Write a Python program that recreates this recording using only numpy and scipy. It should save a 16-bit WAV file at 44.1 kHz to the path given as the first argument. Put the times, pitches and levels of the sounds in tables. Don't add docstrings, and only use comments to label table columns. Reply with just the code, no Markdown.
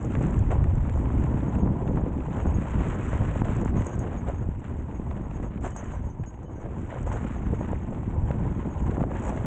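import sys
import numpy as np
from scipy import signal
from scipy.fft import rfft, irfft
from scipy.io import wavfile
from scipy.ndimage import uniform_filter1d

SR = 44100
rng = np.random.default_rng(int(sys.argv[2]) if len(sys.argv) > 2 else 0)


def log_audio(samples):
    frames = np.atleast_2d(samples).T
    limited = np.clip(frames, -1, 1)
    pcm = np.round(limited * 32767).astype(np.int16)
    wavfile.write(sys.argv[1], SR, pcm)


def volts_from_db(level):
    exponent = np.asarray(level, float) / 20
    return 10 ** exponent


N = 417180

# (frequency [Hz], level [dB per Hz])
COARSE_BODY = [(500, -18.5), (1000, 2), (1300, 0), (2000, -5), (3000, -14), (3800, -25), (4800, -40),
               (5600, -55)]
# (frequency [Hz], level [dB per Hz])
FINE_BODY = [(2820, -57.5), (4800, -26), (5300, -16), (6790, 2), (7220, 1), (7860, -0.5), (8270, -5.5),
             (8680, -15), (9080, -22.5), (11800, -56.5), (20000, -120)]
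# (frequency [Hz], level [dB per Hz])
STONE_BODY = [(500, -17), (1000, 4), (1800, -3.5), (2600, -9.5), (3600, -21), (5000, -37), (7500, -32)]
# (time [s], peak [dB], pitch [Hz])
STONE_KNOCKS = [(0.151, -23, 517), (0.508, -30, 970), (0.712, -26.5, 680), (0.958, -23, 530),
                (1.103, -23, 964), (1.245, -24, 662), (1.662, -20.5, 530), (1.973, -21.5, 923),
                (2.656, -22.5, 760), (3.131, -18, 570), (3.358, -19, 557), (3.418, -15, 840),
                (3.658, -21.5, 759), (3.768, -27, 760), (4.285, -21, 538), (4.298, -18, 597),
                (5.115, -30, 641), (5.4, -27.5, 735), (5.762, -23.5, 860), (5.937, -28.5, 720),
                (6.904, -36, 902), (7.07, -19.5, 513), (7.611, -18.5, 546), (7.731, -15.5, 516),
                (8.032, -27, 730), (8.306, -16, 520), (8.969, -20.5, 720), (9.007, -16, 650),
                (9.038, -15, 625), (9.116, -23, 935)]
# (time [s], length [s], crunch [dB], extra fine grit [dB])
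STONY_PATCHES = [(.045, 0.0074, 1, 8), (.51, 0.02, 10.5, 1.5), (1.07, 0.052, 1, -3.5),
                 (1.24, 0.056, 1, -3.5), (2.33, 0.09, 4.5, 0.5), (2.82, 0.11, 1, -1),
                 (3.38, 0.092, 1.5, 0.5), (3.5, 0.056, -0.5, 2), (3.635, 0.0057, -10, -2),
                 (3.765, 0.065, 3.5, 2), (3.86, .03, -0.5, 7), (3.995, 0.013, -2, 7),
                 (4.275, 0.044, 9, -0.5), (4.645, 0.029, 6, 0.5), (5.112, 0.019, 3.5, -2),
                 (5.43, 0.02, 5.5, 3), (5.648, 0.049, 9, 8.5), (5.77, 0.14, 6.5, 2.5), (5.92, 0.032, 0, 5),
                 (5.615, 0.013, 1, 10.5), (6.05, 0.052, 3.5, 4), (7.07, 0.021, 5.5, 6.5),
                 (6.235, 0.0083, 7, 8), (6.91, 0.068, 8.5, -5), (7.13, 0.058, 6.5, 3.5),
                 (7.7, 0.051, 4.5, -6), (8.56, 0.07, 2.5, -3.5), (9.0, 0.031, 3.5, -0.5),
                 (9.15, 0.03, 6, -4), (9.24, 0.073, 3.5, 7), (2.5, .08, -0.5, 0), (5.51, 0.067, -2, -3.5),
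                 (6.6, 0.017, 4.5, 5), (6.79, 0.07, 0.5, 2), (7.2, 0.026, -2, 0), (7.27, 0.032, 1.5, -1),
                 (7.54, .04, 0.5, 2), (7.94, 0.014, -2, 4), (8.28, 0.054, 5, -0.5), (3.95, 0.046, -3, 1),
                 (6.29, 0.078, 2, 2), (6.5, .03, 2, 4)]
PATCH_RISE = 0.18


def colour(x, table):
    size = 16384
    hz, db = np.transpose(table)
    bins_hz = np.arange(size // 2 + 1) * SR / size
    gain_db = np.interp(np.log(bins_hz + 1), np.log(hz), db, db[0] - 18.5, db[-1] - 40.5)
    cep = irfft(gain_db * np.log(10) / 20)
    cep[1:size // 2] *= 2
    cep[size // 2 + 1:] = 0
    impulse = irfft(np.exp(rfft(cep)))
    return signal.fftconvolve(x, impulse)[:len(x)]


def unit(x):
    return x / np.sqrt(np.mean(x ** 2))


def curves(table):
    s, *columns = np.transpose(table)
    return [np.interp(np.arange(N) / SR, s, c) for c in columns]


def bumps(table, column, rise=1.):
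    t = np.arange(0, N, 32) / SR
    db = np.zeros(len(t))
    for row in table:
        flank = np.where(t < row[0], rise, 1)
        db += row[column] * np.exp(-.5 * ((t - row[0]) / row[1] / flank) ** 2)
    return np.interp(np.arange(N) / SR, t, db)


def walk(rate):
    k = max(int(SR / rate), 1)
    held = np.repeat(rng.standard_normal(N // k + 1), k)
    return 1.51 * uniform_filter1d(uniform_filter1d(held, k), k)[:N]


def grains(rate, spread_db):
    when, size, sign = rng.random(N), rng.exponential(size=N), rng.standard_normal(N)
    level = volts_from_db(spread_db * np.minimum(size, 4))
    return unit((when < rate / SR) * level * np.sign(sign))


def add(out, s, sound):
    i = max(int(s * SR), 0)
    out[i:i + len(sound)] += sound[:N - i]


def blows(table, cycles, trim_db):
    out = np.zeros(N)
    phase = rng.random(len(table))
    for (s, db, hz), start in zip(table, phase):
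        t = np.arange(int(7 * cycles / hz * SR)) * hz / SR
        shape = (1 - np.exp(-(t / 0.21) ** 2)) * np.exp(-t / cycles)
        add(out, s, volts_from_db(db + trim_db) * shape * np.sin(2 * np.pi * (t + start)))
    return signal.sosfilt(signal.butter(3, 2500, fs=SR, output="sos"), out)


def cracks_at(table, decay_s, body):
    out, length = np.zeros(N), 600
    crack = rng.standard_normal((len(table), length)) * np.exp(-np.arange(length) / SR / decay_s)
    spaced = np.pad(crack, ((0, 0), (0, length)))
    struck = colour(spaced.ravel(), body).reshape(len(table), -1)
    for (s, db), c in zip(table, struck):
        add(out, s, volts_from_db(db) * c / np.abs(c).max())
    return out


def efforts():
    # (time [s], strength [dB], lean to large eddies [dB], extra small eddies [dB])
    wind_levels = [(0, -29, -2, 2), (.34, -24, -0.5, 3), (.42, -20.5, 4.5, -2), (.94, -24, 4.5, 4),
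                   (1.0, -23, 0.5, 0.5), (1.6, -23, -1.5, 1), (2.3, -27.5, -2.5, -.5),
                   (2.8, -26.5, -0.5, 2.5), (3.8, -24.5, 1.5, 1), (3.95, -30, -0.5, 4.5),
                   (4.6, -29.5, 1.3, -3), (5.2, -32, -1, 1.5), (6.1, -34, 1, -2.5), (6.4, -38, 0.5, 3.5),
                   (6.85, -32.5, -0.5, 1.7), (7.5, -28.5, 1, 0), (8.1, -29, -1, -1), (9.46, -28, -2, 3)]
    # (time [s], length [s], swell [dB])
    gust_swells = [(.51, 0.039, -5), (.62, 0.043, -0.5), (1.24, 0.04, 5.5), (1.4, 0.05, -4.5),
                   (1.66, 0.032, 3), (1.76, 0.036, -2), (2.55, 0.14, 6), (2.66, 0.034, -9.5),
                   (3.9, 0.031, -9), (4.5, 0.036, 2.5), (4.64, 0.026, -11.5), (5.48, 0.079, 7.5),
                   (5.53, 0.028, -9.5), (6.03, 0.11, 6.5), (6.16, 0.055, -6), (6.22, 0.016, 11.5),
                   (6.93, 0.04, -8.5), (7.01, 0.12, 5.5), (8.22, 0.047, 10), (8.88, 0.053, 8),
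                   (9.01, 0.018, 8.5), (4.31, 0.053, 0), (4.72, 0.049, 0), (5.13, 0.047, 6),
                   (7.3, 0.036, -4), (8.39, 0.067, 5), (8.72, 0.063, 0)]
    calm_db, rush_follow = -29, 0.86
    strength, lean, fine = curves(wind_levels)
    gust = bumps(gust_swells, column=2)
    stony = bumps(STONY_PATCHES, column=2, rise=PATCH_RISE)
    small = strength - lean + 0.29 * gust
    rumble_db = strength + lean + gust - 1.5
    rush_db = calm_db + rush_follow * (small - calm_db) - 16
    return volts_from_db([rumble_db, small - 4, rush_db + fine + 1.21 * stony, rush_db + 0.7 * stony])


def wind(eddy):
    # (frequency [Hz], level [dB per Hz])
    rumble_body = [(8.8, -50), (15, -11.5), (64, 2.5), (93, -1), (160, -11.5), (210, -37), (350, -120)]
    buffet_body = [(60, -30), (110, 0), (200, -2), (350, -9.5), (600, -31)]
    rush_body = [(200, -23.5), (350, -6.5), (600, -7.5), (800, -10.5), (1150, -20.5), (2000, -35)]
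    rumble, buffet, rush, _ = efforts()
    puffs, flutter = grains(rate=250., spread_db=2.0), walk(25.)
    low = colour(0.58 * puffs + rng.standard_normal(N), rumble_body)
    low *= volts_from_db(0.33 * eddy + 0.37 * flutter)
    mid = colour(puffs + 0.41 * rng.standard_normal(N), buffet_body)
    mid *= volts_from_db(0.9 * eddy + 1.27 * flutter)
    small = .4 * puffs + grains(rate=900., spread_db=5.0) + 0.65 * rng.standard_normal(N)
    high = colour(small, rush_body) * volts_from_db(1.4 * eddy + 0.16 * flutter + 2.0 * walk(60.))
    return rumble * unit(low) + buffet * unit(mid) + rush * unit(high)


def ground():
    # (time [s], crunch [dB])
    looseness = [(0.0, -50.5), (0.34, -49.5), (0.55, -55), (1.4, -50), (1.68, -57), (2.21, -55),
                 (2.9, -45.5), (3.32, -47), (4.24, -54.5), (4.42, -58), (5.87, -56.5), (6.14, -64.5),
                 (6.53, -63.5), (6.77, -55.5), (7.09, -52), (8.06, -56), (8.3, -56), (9.46, -50)]
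    # (time [s], length [s], depth [dB])
    tyre_hops = [(3.434, 0.0086, -13), (3.73, .012, -12), (5.602, 0.0097, -12), (5.738, 0.011, -9),
                 (6.005, 0.022, -2.5), (6.21, .02, -2), (6.89, 0.006, -5), (7.05, 0.0056, -6),
                 (9.07, 0.026, -5), (6.475, 0.015, -9), (8.988, 0.0046, -8), (6.415, .008, -1)]
    trail_db, fine_follow = -50.5, 0.97
    hop = bumps(tyre_hops, column=2)
    crunch = curves(looseness)[0] + bumps(STONY_PATCHES, column=2, rise=PATCH_RISE)
    fine = trail_db + fine_follow * (crunch - trail_db)
    fine += bumps(STONY_PATCHES, column=3, rise=PATCH_RISE)
    return volts_from_db(hop), volts_from_db(hop + crunch + 2.5), volts_from_db(hop + fine - 16)


def grit(eddy):
    # (frequency [Hz], level [dB per Hz])
    tread_body = [(470, -27), (600, -6.5), (710, -13.5), (850, -0.5), (960, -1), (1040, -4), (1130, -24),
                  (1500, -41.5)]
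    contact, crunch, fine = ground()
    cracks = grains(rate=1100., spread_db=3.5)
    patch = 0.55 * walk(25.) + 1.05 * walk(80.)
    coarse = colour(cracks + 0.6 * rng.standard_normal(N), COARSE_BODY)
    coarse *= volts_from_db(1.55 * patch + 0.97 * eddy)
    sand = colour(cracks + 0.88 * grains(rate=900., spread_db=2.5), FINE_BODY)
    sand *= volts_from_db(0.97 * patch + 1.4 * walk(150.))
    tread = colour(.6 * cracks + rng.standard_normal(N), tread_body) * volts_from_db(3.0 * walk(60.))
    hum = contact * volts_from_db(-5.5) * efforts()[3] * unit(tread)
    return crunch * volts_from_db(-1.5) * unit(coarse) + fine * volts_from_db(0.25) * unit(sand) + hum


def clatter(low_hz, high_hz, rate, sharpness, body):
    sizes = 12
    taps, which = grains(rate, spread_db=4.0), rng.integers(sizes, size=N)
    rung = np.zeros(N)
    for k, hz in enumerate(np.geomspace(low_hz, high_hz, sizes)):
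        b, a = signal.iirpeak(hz, sharpness, SR)
        rung += unit(signal.lfilter(b, a, taps * (which == k))) * np.sqrt(hz)
    return unit(colour(rung, body))


def loose_stones():
    _, crunch, fine = ground()
    coarse = clatter(900., 3640., rate=1300., sharpness=12., body=COARSE_BODY)
    small = clatter(5900., 8700., rate=250., sharpness=70., body=FINE_BODY)
    return volts_from_db(-5.0) * crunch * coarse + volts_from_db(-4.0) * fine * small


def knocks():
    # (time [s], peak [dB], pitch [Hz])
    raps = [(0.017, -32, 450), (0.045, -28.5, 455), (0.211, -21.5, 450), (1.676, -26, 960),
            (1.03, -30, 565), (1.311, -30, 519), (1.83, -32, 495), (1.868, -26, 452), (1.909, -22.5, 482),
            (2.063, -20, 480), (2.259, -28, 816), (2.283, -25, 455), (2.402, -31, 517), (2.737, -29, 482),
            (3.208, -26, 484), (3.454, -23.5, 651), (3.632, -21.5, 457), (3.756, -28, 500),
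            (3.866, -26.5, 490), (4.999, -35.5, 455), (5.645, -24.5, 734), (5.795, -32, 546),
            (6.926, -25.5, 600), (7.116, -25, 885), (7.251, -33, 490), (7.364, -29, 705), (7.501, -31, 482),
            (7.534, -20, 438), (7.713, -27, 490), (8.163, -27, 509), (8.657, -29, 487), (8.919, -24, 464),
            (8.982, -28, 650), (9.269, -24, 479)]
    return blows(STONE_KNOCKS, cycles=0.96, trim_db=3.0) + blows(raps, cycles=1.93, trim_db=2.0)


def pebbles():
    # (time [s], peak [dB])
    ticks = [(0.0278, -44), (0.0478, -39.5), (0.2259, -42), (0.3072, -47.5), (0.3915, -40), (0.6409, -49),
             (1.2386, -44), (2.8848, -45), (3.0789, -48), (3.1268, -47), (3.4521, -43), (3.5663, -40),
             (3.6122, -44), (3.6481, -38.5), (3.8217, -46), (3.8666, -32.5), (3.933, -45), (3.9913, -39),
             (5.6491, -46), (5.7069, -44), (5.7633, -36), (5.8431, -46), (6.2607, -49), (7.0289, -43.5),
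             (7.0683, -47), (7.1277, -46), (7.7174, -47), (9.2194, -60), (9.2574, -50), (9.3671, -50)]
    # (time [s], peak [dB])
    flicks = [(0.2374, -47), (0.2678, -44), (0.3646, -50), (0.7537, -45.5), (0.8974, -48), (0.9577, -48),
              (0.9757, -47), (1.5499, -51), (1.723, -56), (2.362, -48), (2.4014, -49), (2.4668, -53),
              (3.0525, -46), (3.1014, -49), (3.266, -55), (3.3697, -50), (3.3977, -57), (3.5149, -51),
              (3.8462, -44), (3.8935, -44), (3.9544, -46), (4.595, -54), (5.6096, -51), (5.6331, -48),
              (6.4308, -56), (6.9037, -52), (6.9446, -50), (7.7314, -59), (7.9324, -58), (8.098, -52),
              (8.2821, -52), (8.3115, -52), (8.3948, -55), (8.7705, -56), (8.8648, -47), (9.1247, -57),
              (9.1696, -45.5), (9.1965, -48), (9.2938, -38)]
    return volts_from_db(-0.5) * (cracks_at(ticks, 0.0018, FINE_BODY) + cracks_at(flicks, 0.0011, FINE_BODY))


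def gust_slaps():
    # (time [s], peak [dB], pitch [Hz])
    thumps = [(1.241, -15.5, 143), (1.305, -31, 143), (1.482, -17, 155), (1.598, -17, 143),
              (1.632, -9, 167), (1.66, -14, 221), (1.868, -16, 145), (1.895, -11.5, 205), (1.946, -15, 143),
              (2.036, -12, 148), (2.457, -15, 176), (2.584, -11.5, 167), (3.418, -8.5, 170),
              (3.624, -14.5, 142), (3.659, -13, 173), (4.488, -11.5, 140), (4.792, -28, 181),
              (4.997, -18, 214), (5.399, -21, 167), (5.639, -18, 252), (6.197, -19.5, 143),
              (7.248, -15, 192), (7.528, -14, 145), (7.608, -18, 148), (7.715, -17, 207), (8.077, -17, 172),
              (8.822, -16, 151), (8.895, -12.5, 160), (8.98, -15, 236), (9.015, -12, 166)]
    # (time [s], peak [dB], pitch [Hz])
    slaps = [(0.044, -31, 226), (0.21, -25, 159), (0.258, -17, 161), (0.287, -35, 152), (0.555, -14, 121),
             (0.777, -23, 135), (0.88, -17, 120), (2.077, -20, 134), (2.186, -19, 257), (3.209, -16.5, 135),
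             (3.525, -31, 127), (3.744, -16.5, 175), (3.993, -24, 156), (4.332, -31, 127),
             (4.836, -31, 156), (5.045, -29, 121), (5.173, -24, 121), (5.267, -27, 161),
             (5.444, -24.5, 199), (5.558, -19.5, 144), (5.813, -42, 135), (5.994, -21.5, 133),
             (6.069, -24, 196), (6.447, -33, 143), (6.788, -39, 215), (7.031, -27, 153), (7.49, -26, 140),
             (7.906, -22, 194), (8.155, -23, 127), (8.305, -13, 124), (8.354, -16.5, 129),
             (8.422, -16, 148), (8.516, -19, 159), (9.21, -23, 121), (9.402, -26, 148)]
    # (time [s], peak [dB], pitch [Hz])
    more_thumps = [(1.184, -20.5, 183), (2.474, -13.5, 135), (2.54, -18.5, 140), (2.554, -19, 148),
                   (2.758, -21, 133), (2.819, -16.5, 186), (3.365, -15, 145), (3.764, -12, 185),
                   (3.779, -13.5, 180), (3.809, -16.5, 240), (7.504, -19, 155), (7.644, -30, 132),
                   (8.219, -18, 167), (8.654, -23, 132)]
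    strong = blows(thumps, cycles=0.46, trim_db=7.5) + blows(more_thumps, cycles=0.46, trim_db=7.5)
    return strong + blows(slaps, cycles=0.72, trim_db=6.0)


def stone_snaps():
    # (time [s], peak [dB])
    snaps = [(0.152, -24.5), (0.641, -30), (0.7793, -34), (0.8949, -33), (1.056, -30.5), (1.239, -28.5),
             (1.8766, -31), (2.3096, -49), (2.4016, -29.5), (2.8178, -41), (2.9004, -36), (2.9208, -42),
             (3.2949, -48), (3.3942, -39), (3.4464, -29.5), (3.484, -35), (3.5225, -31.5), (3.6143, -33),
             (3.6775, -29.5), (3.7407, -40), (4.1116, -41), (4.165, -37), (4.912, -36), (5.111, -32),
             (5.3106, -35), (5.5758, -38), (6.237, -36.5), (7.947, -34.5), (9.0278, -29), (9.2399, -42)]
    # (time [s], peak [dB])
    chips = [(0.1351, -38), (0.239, -35), (0.2797, -39), (0.3097, -48), (1.1797, -50), (1.1962, -42),
             (1.2226, -44), (1.3389, -39), (1.3713, -42), (1.4067, -43), (1.4691, -48), (1.5529, -37.5),
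             (2.204, -40), (2.5346, -47), (2.716, -48), (2.7541, -36), (3.0999, -46), (3.5613, -38),
             (3.756, -41), (3.7723, -34), (3.8187, -38), (4.6498, -43), (5.434, -42), (5.611, -49),
             (6.2496, -43), (6.4996, -51), (6.9043, -38), (7.1227, -52), (7.27, -37), (7.3243, -41),
             (7.4657, -36), (7.5443, -38), (8.283, -45), (8.312, -31.5), (8.9106, -36), (9.2994, -32),
             (9.3751, -30.5)]
    knocked = [(s, db - 25) for s, db, hz in STONE_KNOCKS]
    snapped = volts_from_db(-1.5) * cracks_at(snaps + knocked, 0.0022, STONE_BODY)
    return snapped + volts_from_db(1.0) * cracks_at(chips, 0.0035, STONE_BODY)


def ring(table, hz, trim_db, column, hold_s):
    out, t = np.zeros(N), np.arange(SR // 3) / SR
    chance = rng.random((len(table), 2))
    for row, (start, choke) in zip(table, chance):
        free = 1.1 / (1 + np.exp((t - hold_s - 0.017 * choke) / 0.0049)) + 0.16
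        fade = free * np.exp(-np.log(1000) * t / .5) * np.minimum(t / .001, 1)
        tone = np.sin(2 * np.pi * (hz * t + start))
        add(out, row[0], volts_from_db(row[column] + trim_db) * fade * tone)
    return out


def jingle():
    # (time [s], peak [dB], second ring [dB])
    hard_jolts = [(1.4691, -66, -78.5), (1.5994, -62, -84), (2.401, -61, -74), (2.4768, -60, -77),
                  (2.5411, -50.5, -79), (3.6126, -71, -73), (3.7833, -57, -61), (3.867, -48, -62),
                  (3.9094, -56, -67), (3.9918, -45, -67), (4.1714, -53, -64), (4.3804, -57, -78),
                  (4.9452, -64, -73), (5.3413, -60, -70), (5.7194, -58, -74), (5.7643, -42.5, -53),
                  (5.8441, -58, -69), (5.9224, -57, -65), (6.0994, -65, -61), (6.1883, -61.5, -93),
                  (6.264, -51, -81), (6.4338, -65, -74), (6.5081, -60, -86), (6.549, -62, -70),
                  (7.069, -59, -65), (7.1257, -51, -72), (7.3582, -60, -66), (7.5453, -62, -76),
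                  (7.5986, -55.5, -76), (8.7016, -57, -85.5), ]
    # (time [s], peak [dB])
    touches = [(1.371, -71), (1.578, -61), (1.854, -62), (1.915, -65), (1.985, -71), (4.019, -68),
               (4.302, -70), (4.345, -63), (4.78, -64), (5.097, -66), (5.22, -66), (5.448, -59),
               (5.885, -62), (6.018, -69), (6.066, -63), (6.33, -68), (6.454, -63), (6.609, -67),
               (7.44, -59.5), (7.756, -69), (7.812, -68), (8.546, -64), (8.657, -69), (8.78, -66),
               (8.84, -70), (8.949, -74)]
    # (time [s], peak [dB])
    tinks = [(3.8686, -66), (3.91, -62.5), (5.763, -64), (5.9494, -69), (6.1894, -87), (6.265, -73),
             (6.558, -70.5)]
    # (time [s], peak [dB])
    clinks = [(5.7159, -67), (5.8526, -71), (5.884, -71), (6.0921, -80), (6.258, -77), (6.458, -73)]
    # (time [s], peak [dB])
    pings = [
        (5.9, -72),
        (6.43, -84),
    ]
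    # (time [s], peak [dB])
    tings = [
        (5.72, -82),
        (6.065, -81),
        (6.45, -84),
    ]
    modes_hz = 6638, 6190, 6051, 3025, 3900, 1561, 5200
    jolts = hard_jolts + [(s, db, db - 11.5) for s, db in touches]
    struck = jolts, jolts, tinks, clinks, pings, tinks, tings
    trims_db = -5.0, -2.5, -3.0, 3.0, -3.0, 10.0, -8.0
    columns = 1, 2, 1, 1, 1, 1, 1
    holds_s = .03, .034, .04, .032, .05, .055, .04
    wavers_db = 3.8, 3.4, 2.8, 2.2, 2.0, 1.6, 1.5
    modes = zip(struck, modes_hz, trims_db, columns, holds_s)
    return sum(ring(*mode) * volts_from_db(db * walk(90.)) for mode, db in zip(modes, wavers_db))


def scene():
    eddy = walk(12.)
    trail = grit(eddy) + loose_stones() + knocks() + stone_snaps()
    return (wind(eddy) + gust_slaps() + trail + pebbles() + jingle())[None]


def roll_off(x):
    return signal.sosfilt(signal.butter(12, 9650, fs=SR, output="sos"), x)


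def record(dry):
    soft = np.tanh(1.425 * dry) / 1.581
    cut = signal.sosfilt(signal.ellip(8, .3, 45, 9000, fs=SR, output="sos"), soft)
    return roll_off(cut)


dry = scene()
out = record(dry)
log_audio(out)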